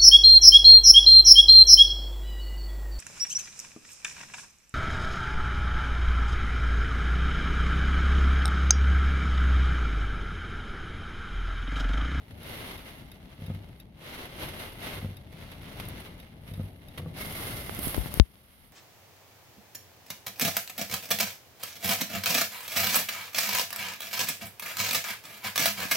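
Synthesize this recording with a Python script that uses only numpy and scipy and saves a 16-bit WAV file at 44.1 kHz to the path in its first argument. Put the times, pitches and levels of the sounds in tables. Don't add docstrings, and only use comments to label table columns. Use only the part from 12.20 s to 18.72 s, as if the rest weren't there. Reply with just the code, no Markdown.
import sys
import numpy as np
from scipy import signal
from scipy.fft import rfft, irfft, next_fast_len
from scipy.io import wavfile
from scipy.ndimage import uniform_filter1d

SR = 44100
rng = np.random.default_rng(int(sys.argv[2]) if len(sys.argv) > 2 else 0)


def wav_record(signal):
    frames = np.transpose(np.atleast_2d(signal))
    bounded = np.clip(frames, -1, 1)
    quanta = np.round(bounded * 32767).astype(np.int16)
    wavfile.write(sys.argv[1], SR, quanta)


N = 287612
TIME = np.arange(N) / SR
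FFT_SIZE = next_fast_len(N + SR // 4, real=True) // 2 * 2
BINS_HZ = np.maximum(np.arange(FFT_SIZE // 2 + 1) * SR / FFT_SIZE, 1)


def from_db(db):
    return 10 ** (np.asarray(db) / 20)


def rms(x):
    return np.sqrt(np.mean(x ** 2) + 1e-20)


def in_time(rows):
    seconds, *columns = np.transpose(rows)
    return [np.interp(TIME, seconds, column) for column in columns]


def per_bin(points):
    hz, value = np.transpose(points)
    return np.interp(np.log(BINS_HZ), np.log(hz), value)


def butter(x, hz, kind, order=2):
    return signal.sosfilt(signal.butter(order, hz, kind, fs=SR, output="sos"), x + 1e-18)


def ring(x, hz, t60):
    radius, angle = from_db(-60 / (t60 * SR)), 2 * np.pi * hz / SR
    return signal.lfilter([0, np.sin(angle)], [1, -2 * radius * np.cos(angle), radius * radius], x + 1e-18)


def click(s, db):
    out = np.zeros(N)
    out[round(s * SR)] = from_db(db)
    return out


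def drift(per_s):
    knots = rng.standard_normal(4096)
    slow = np.interp(TIME * per_s, np.arange(len(knots)), knots)
    return slow / rms(slow)


# frequency in Hz, left-right likeness (limited to 1).
EAR_LIKENESS = [(60, 1.3), (240, 0.8), (480, 0.73), (950, 0.2), (1900, -0.1), (8000, 0)]
# frequency in Hz, left minus right in dB.
EAR_BALANCE = [(60, 2.3), (240, 2.5), (480, 3.5), (950, 6), (1900, -1.5), (3800, -1), (6500, -7.5),
               (9800, 2.5), (12000, -9.5), (15000, -9)]


def in_cabin(pair, spectrum_db):
    first, second = rfft(pair, FFT_SIZE)
    blend = np.arcsin(np.clip(per_bin(EAR_LIKENESS), -1, 1)) / 2
    ears = np.cos(blend) * np.array([first, second]) + np.sin(blend) * np.array([second, first])
    cepstrum = irfft(np.log(from_db(spectrum_db)))
    cepstrum[1:FFT_SIZE // 2] *= 2
    cepstrum[FFT_SIZE // 2 + 1:] = 0
    lean = from_db(per_bin(EAR_BALANCE) * np.array([[1], [-1]]) / 2)
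    lean = lean / np.sqrt(np.mean(lean ** 2, axis=0))
    return irfft(ears * lean * np.exp(rfft(cepstrum)))[:, :N]


WINDOW_OPENS_S, WINDOW_TRAVEL_S = 4.925, 0.075


def window_opening():
    return np.clip((TIME - WINDOW_OPENS_S) / WINDOW_TRAVEL_S, 0, 1)


# time of full strength in seconds, patter level in dB,
# hold in seconds, rise in dB per second, fall in dB per second, extra fine spray in dB.
RAIN_SHEETS = [(0.01, -60.5, 0.009, 118, 89, 0), (0.30, -44, .2, 95, 65, 1),
               (0.681, -51, 0.0092, 120, 43, 0.5), (1.24, -55.5, 0.096, 39, 68, -1),
               (1.502, -62.3, 0.097, 49, 135, 0.5), (1.847, -45, 0.18, 215, 52, -2),
               (2.218, -37.5, 0.017, 220, 123, 1), (2.396, -44.5, 0.028, 99, 55, 2),
               (2.629, -40.5, .1, 276, 79, .5), (3.17, -52.5, 0.13, 150, 28.5, -1.5),
               (3.571, -48.5, .25, 40, 63, -0.5), (4.016, -56.5, .02, 100, 63, -1),
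               (4.28, -56.5, .17, 160, 83, 5), (4.785, -55, 0.024, 41, 43, 1.5),
               (5.005, -42, 0.0079, 250, 111, -2), (5.177, -42.5, 0.12, 150, 48, -1),
               (5.63, -45, 0.033, 397.5, 100, 10.5), (5.69, -44, 0.022, 70, 100, -2),
               (5.99, -47.5, .5, 150, 40, 0)]
DRIZZLE_DB, INFLOW_DB = -79, -46
SPRAY_SHUT_DB, SPRAY_OPEN_DB = -8, -2.5


def sheets():
    opening = window_opening()
    patter = spray = from_db(DRIZZLE_DB) ** 2 + (from_db(INFLOW_DB) * opening) ** 2
    for s, db, hold, rise, fall, fine_db in RAIN_SHEETS:
        before, after = np.maximum(s - TIME, 0), np.maximum(TIME - s - hold, 0)
        level_db = db - rise * before - fall * after
        power = from_db(np.maximum(level_db, -150)) ** 2
        patter = patter + power
        spray = spray + power * from_db(fine_db) ** 2
    share_db = SPRAY_SHUT_DB + opening * (SPRAY_OPEN_DB - SPRAY_SHUT_DB)
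    return np.sqrt(patter), np.sqrt(spray) * from_db(share_db)


def drops(per_s, spread_db, mist):
    sizes = from_db(spread_db * np.minimum(rng.exponential(1, N), 5)) * rng.choice([-1, 1], N)
    chance = np.clip(per_s / SR, 1e-4, 1)
    bearing = rng.uniform(0, 2 * np.pi, N)
    lands = rng.random(N) < chance
    impacts = sizes * lands / np.sqrt(chance)
    hits = impacts * np.array([np.cos(bearing), np.sin(bearing)])
    return hits / rms(hits) + mist * rng.standard_normal((2, N))


# frequency in Hz, relative level in dB per Hz.
SHUT_PATTER = [(120, 2), (300, 3.5), (620, 2), (900, -0.5), (1300, -1.5), (1800, -2.5), (2500, -3.5),
               (3300, -2), (4000, -5), (5000, -12), (6200, -15.5), (7500, -23), (9000, -21)]
OPEN_PATTER = [(90, -0.5), (300, -0.5), (620, 1), (900, -2), (1300, -1.5), (1800, -3.5), (2500, -5.5),
               (3300, -2.5), (4000, -6), (5000, -8.5), (6200, -14), (7500, -18.5), (9000, -23)]
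FINE_SPRAY = [(6000, -45), (8000, -18), (8900, -7), (9600, 0.5), (10600, -1), (12500, 1), (14000, -6),
              (15700, -16.5), (17000, -35)]
# frequency in Hz, gain in dB.
OPEN_SPRAY_LIFT = [(12500, 2), (14000, 4.5), (15400, 8.5)]
# frequency in Hz, width in Hz, boost in dB.
GLASS_RESONANCES = [(2098, 230, 6.5), (2825, 210, 3), (10640, 71, 6.5)]
# start in seconds, patter level in dB and spray level in dB
# (both before SPLAT_LIFT_DB and the envelope), decay in seconds.
HEAVY_SPLATS = [(0.107, -49.5, -58, 0.01), (0.509, -39.5, -50, 0.01), (1.348, -48, -50.5, 0.0026),
                (2.054, -42, -48, 0.0054), (3.598, -40, -44, .011), (3.6847, -40, -35, 0.0035),
                (3.801, -44, -43, 0.0067), (4.775, -40, -44, 0.014), (5.591, -40, -34.5, 0.004),
                (5.745, -26, -31, 0.0016)]
SPLAT_LIFT_DB = 2.5


def rain(patter_gain, spray_gain):
    opening = window_opening()
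    per_s = 4000 * (patter_gain / from_db(-48)) ** .7
    clumps = from_db(1.17 * drift(per_s=70) + 0.65 * drift(per_s=18))
    pane_db = sum(db / (1 + (2 * (BINS_HZ - hz) / width) ** 2) for hz, width, db in GLASS_RESONANCES)

    def through_window(impacts, shut_db, open_db):
        shut = in_cabin(impacts, shut_db + pane_db)
        return (1 - opening) * shut + opening * in_cabin(impacts, open_db + pane_db)

    patter_drops = drops(per_s, spread_db=2.5, mist=0.79)
    patter = through_window(patter_drops, per_bin(SHUT_PATTER), per_bin(OPEN_PATTER))
    spray_drops, spray_db = drops(per_s, spread_db=3.0, mist=0.99), per_bin(FINE_SPRAY)
    spray = through_window(spray_drops, spray_db, spray_db + per_bin(OPEN_SPRAY_LIFT))
    patter = patter / rms(butter(patter, [1000, 7000], "band"))
    for s, splat_db, splash_db, decay in HEAVY_SPLATS:
        age = np.clip((TIME - s) / decay, 0, 20)
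        shower = np.exp(-age) - np.exp(-8 * age)
        patter_gain = np.hypot(patter_gain, from_db(splat_db + SPLAT_LIFT_DB) * shower)
        spray_gain = np.hypot(spray_gain, from_db(splash_db + SPLAT_LIFT_DB) * shower)
    return clumps * (patter_gain * patter + spray_gain * spray / rms(spray))


# frequency in Hz, relative level in dB per Hz.
CABIN_DRONE = [(12, -35), (20, -24), (40, -6), (90, -4.5), (157, -7.5), (265, -13.5), (340, -19),
               (476, -25), (517, -23), (612, -20.5), (736, -26), (870, -25), (1100, -45.5), (1430, -48),
               (2420, -120)]
# time in seconds, level in dB.
DRONE_LEVEL = [(0, -49), (1.7, -50), (2.4, -51.5), (3.0, -47), (3.7, -46.8), (4.2, -49.5), (5.0, -46.5)]
GUST_PUSH_DB, DRAUGHT_DB = -3, -47.5
BODY_LAG_S = .3


def rumble(gusts):
    push = uniform_filter1d(gusts, max(round(BODY_LAG_S * SR), 1)) * from_db(GUST_PUSH_DB)
    steady = from_db(in_time(DRONE_LEVEL)[0])
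    draught = from_db(DRAUGHT_DB) * window_opening()
    level = np.sqrt(steady ** 2 + push ** 2 + draught ** 2)
    drone = in_cabin(rng.standard_normal((2, N)), per_bin(CABIN_DRONE))
    drone = drone / rms(drone) * level * from_db(1.84 * drift(per_s=12))
    buffet = butter(rng.standard_normal(N), [35, 190], "band")
    buffet_gain = from_db(-43.5 + 3 * drift(per_s=14)) * np.interp(TIME, [5.7, 5.95], [0, 1])
    return drone + buffet / rms(buffet) * buffet_gain * [[1], [0]]


# first time in seconds, impulse level in dB.
INDICATOR_SNAPS = [(.231, -48), (.578, -50)]
# frequency in Hz, relative level in dB, t60 in seconds.
RELAY_RESONANCES = [(2630, 0, 0.05), (2830, -8, .03), (3740, 2.5, .035), (3960, 0, .035), (5030, -6, 0.03),
                    (6010, -4.5, 0.022), (9900, -4, .015), (10600, 0, 0.022), (11700, 1, 0.022),
                    (12850, 2, .025), (13350, -1, .015)]
BLINK_S, RELAY_BRIGHT_DB = .6843, -1.5


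def relay(scatter_s, scatter_db):
    t = TIME[:SR // 20]
    reflections = rng.standard_normal((2, len(t))) * np.exp(-t / scatter_s)
    reflections = reflections / np.sqrt(np.sum(reflections ** 2, axis=1, keepdims=True))
    snaps = sum(click(s, db) for first, db in INDICATOR_SNAPS for s in np.arange(first, TIME[-1], BLINK_S))
    bright_snaps = snaps * from_db(RELAY_BRIGHT_DB)
    ticks = sum(from_db(db) * ring(bright_snaps if hz > 8000 else snaps, hz, t60)
                for hz, db, t60 in RELAY_RESONANCES)
    contact = 6 * butter(bright_snaps, [2200, 13000], "band")
    return from_db(scatter_db) * signal.fftconvolve((ticks + contact)[None], reflections)[:, :N]


def strike(blows, modes):
    force = sum(butter(click(s, db), soft_hz, "low", order=1) for s, db, soft_hz in blows)
    thump = sum(from_db(db) * ring(force, hz, t60) for hz, db, t60 in modes)
    return butter(thump, 71, "high") * from_db([[3.5], [2.5]])


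# time in seconds, gain in dB.
TURNS = [(1.300, -2.5), (2.845, -2.5), (4.3957, -2)]
# seconds after the turn, impulse level in dB
# before the gain of the turn, softness as a low-pass cutoff in Hz.
TURN_KNOCKS = [(-.11, -38, 200), (-.08, -33, 250), (-.06, -40, 200), (-.018, -31.5, 200),
               (.0015, -28.5, 690), (.011, -37.5, 600), (.043, -34, 150), (.062, -37.5, 150)]
# frequency in Hz, relative level in dB, t60 in seconds.
BODY_MODES = [(96.7, -0.5, 0.19), (155, 0.5, 0.099), (212, -1, 0.052), (252, -28, .06), (374, -16.5, 0.11),
              (506, -9.5, 0.062), (607, -17.5, .08), (860, -23, 0.052), (1250, -20, 0.064)]


def wipers():
    blows = [(turn + s, turn_db + db, hz) for turn, turn_db in TURNS for s, db, hz in TURN_KNOCKS]
    return strike(blows, BODY_MODES)


# time in seconds, impulse level in dB,
# softness as a low-pass cutoff in Hz.
WINDOW_KNOCKS = [(4.776, -43.5, 2500), (4.797, -36.5, 1200), (4.831, -36, 250), (4.861, -35.5, 2000),
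                 (4.873, -52, 400)]
# frequency in Hz, relative level in dB, t60 in seconds.
DOOR_MODES = [(90.6, -1, 0.21), (159.7, 0.5, 0.24), (253, -5, 0.072), (350, -9, 0.078), (488, -3.5, 0.058),
              (680, -15, 0.055), (1130, -14, 0.053)]


def door():
    return strike(WINDOW_KNOCKS, DOOR_MODES)


def strays():
    per_s, mean_db, spread_db = 16, -22.5, 2
    lands = rng.random((2, N)) < per_s / 2 / SR * window_opening()
    sizes = from_db(mean_db + spread_db * np.clip(rng.standard_normal((2, N)), -2, 2))
    return butter(lands * sizes, [700, 14000], "band", order=1)


# time in seconds, frequency in Hz, level in dB.
SINGING_AIR = [(4.94, 2134, -80), (5.01, 2142, -42), (5.1, 2120, -51.5), (5.3, 2074, -51), (5.6, 2060, -56),
               (5.9, 2050, -82)]


def window_gap(width_hz):
    hz, db = in_time(SINGING_AIR)
    noise = rng.standard_normal((2, N)) + 1j * rng.standard_normal((2, N))
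    eddies = butter(noise, width_hz / 2, "low")
    tone = np.real(eddies * np.exp(2j * np.pi * np.cumsum(hz) / SR))
    return from_db(db) * tone / rms(tone)


# time in seconds, tick level in dB, tick frequency in Hz,
# thud level in dB, thud length in seconds, side (0 left, 1 right).
MICROPHONE_DROPS = [(5.4952, -10.5, 1770, -13.5, 0.00064, 1), (5.549, -14.5, 12000, -30, .002, 1),
                    (5.590, -13, 13200, -20.5, 0.0032, 1), (5.671, -38, 3000, -18, 0.0048, 1),
                    (5.681, -10.5, 10100, -42, .002, 0), (5.749, -16, 2160, -23, 0.0012, 1),
                    (5.766, -12, 12500, -23, 0.0013, 0), (5.777, -37, 3000, -19, 0.044, 0),
                    (5.78, -22, 600, -13, .005, 0), (5.8596, -15, 1180, -21, 0.0027, 0),
                    (5.941, -6, 12400, -23, 0.0014, 0), (5.974, -19, 12000, -23, 0.0069, 0),
                    (5.9986, 24, 3840, 18.5, 0.022, 0), (6.156, -15, 3540, -24, 0.0012, 0)]


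def port_drops(tick_t60, settle_hz, swing_turns, swing_s):
    out, t = np.zeros((2, N)), TIME[:SR // 8]
    for s, tick_db, tick_hz, thud_db, length, side in MICROPHONE_DROPS:
        tick = np.sin(2 * np.pi * tick_hz * t) * from_db(-60 * t / tick_t60)
        turns = settle_hz * t + swing_turns * (1 - np.exp(-t / swing_s))
        thud = -np.sin(2 * np.pi * turns) * np.exp(-(t / length) ** 2)
        start = round(s * SR)
        out[int(side > .5), start:start + len(t)] += from_db(tick_db) * tick + from_db(thud_db) * thud
    return out


def scene():
    patter_gain, spray_gain = sheets()
    weather = rain(patter_gain, spray_gain) + rumble(patter_gain)
    vehicle = relay(scatter_s=0.004, scatter_db=-1) + wipers() + door()
    at_window = strays() + window_gap(width_hz=92)
    on_microphone = port_drops(tick_t60=0.0011, settle_hz=54, swing_turns=0.61, swing_s=0.00137)
    return weather + vehicle + at_window + on_microphone


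CEILING_DB, LOOK_AHEAD_S, CUTOFF_HZ = -.5, 0.0081, 15900


def record(dry):
    over_db = np.maximum(20 * np.log10(np.abs(dry).max(axis=0) + 1e-9) - CEILING_DB, 0)
    held_db = np.maximum.accumulate(over_db)
    ahead = max(round(LOOK_AHEAD_S * SR), 2)
    early_db = np.interp(np.arange(N) + ahead / 2, np.arange(N), held_db)
    duck_db = uniform_filter1d(early_db, ahead)
    low_pass = signal.ellip(10, .1, 80, CUTOFF_HZ, fs=SR, output="sos")
    return signal.sosfilt(low_pass, dry * from_db(-duck_db))


dry = scene()
out = record(dry)
wav_record(out)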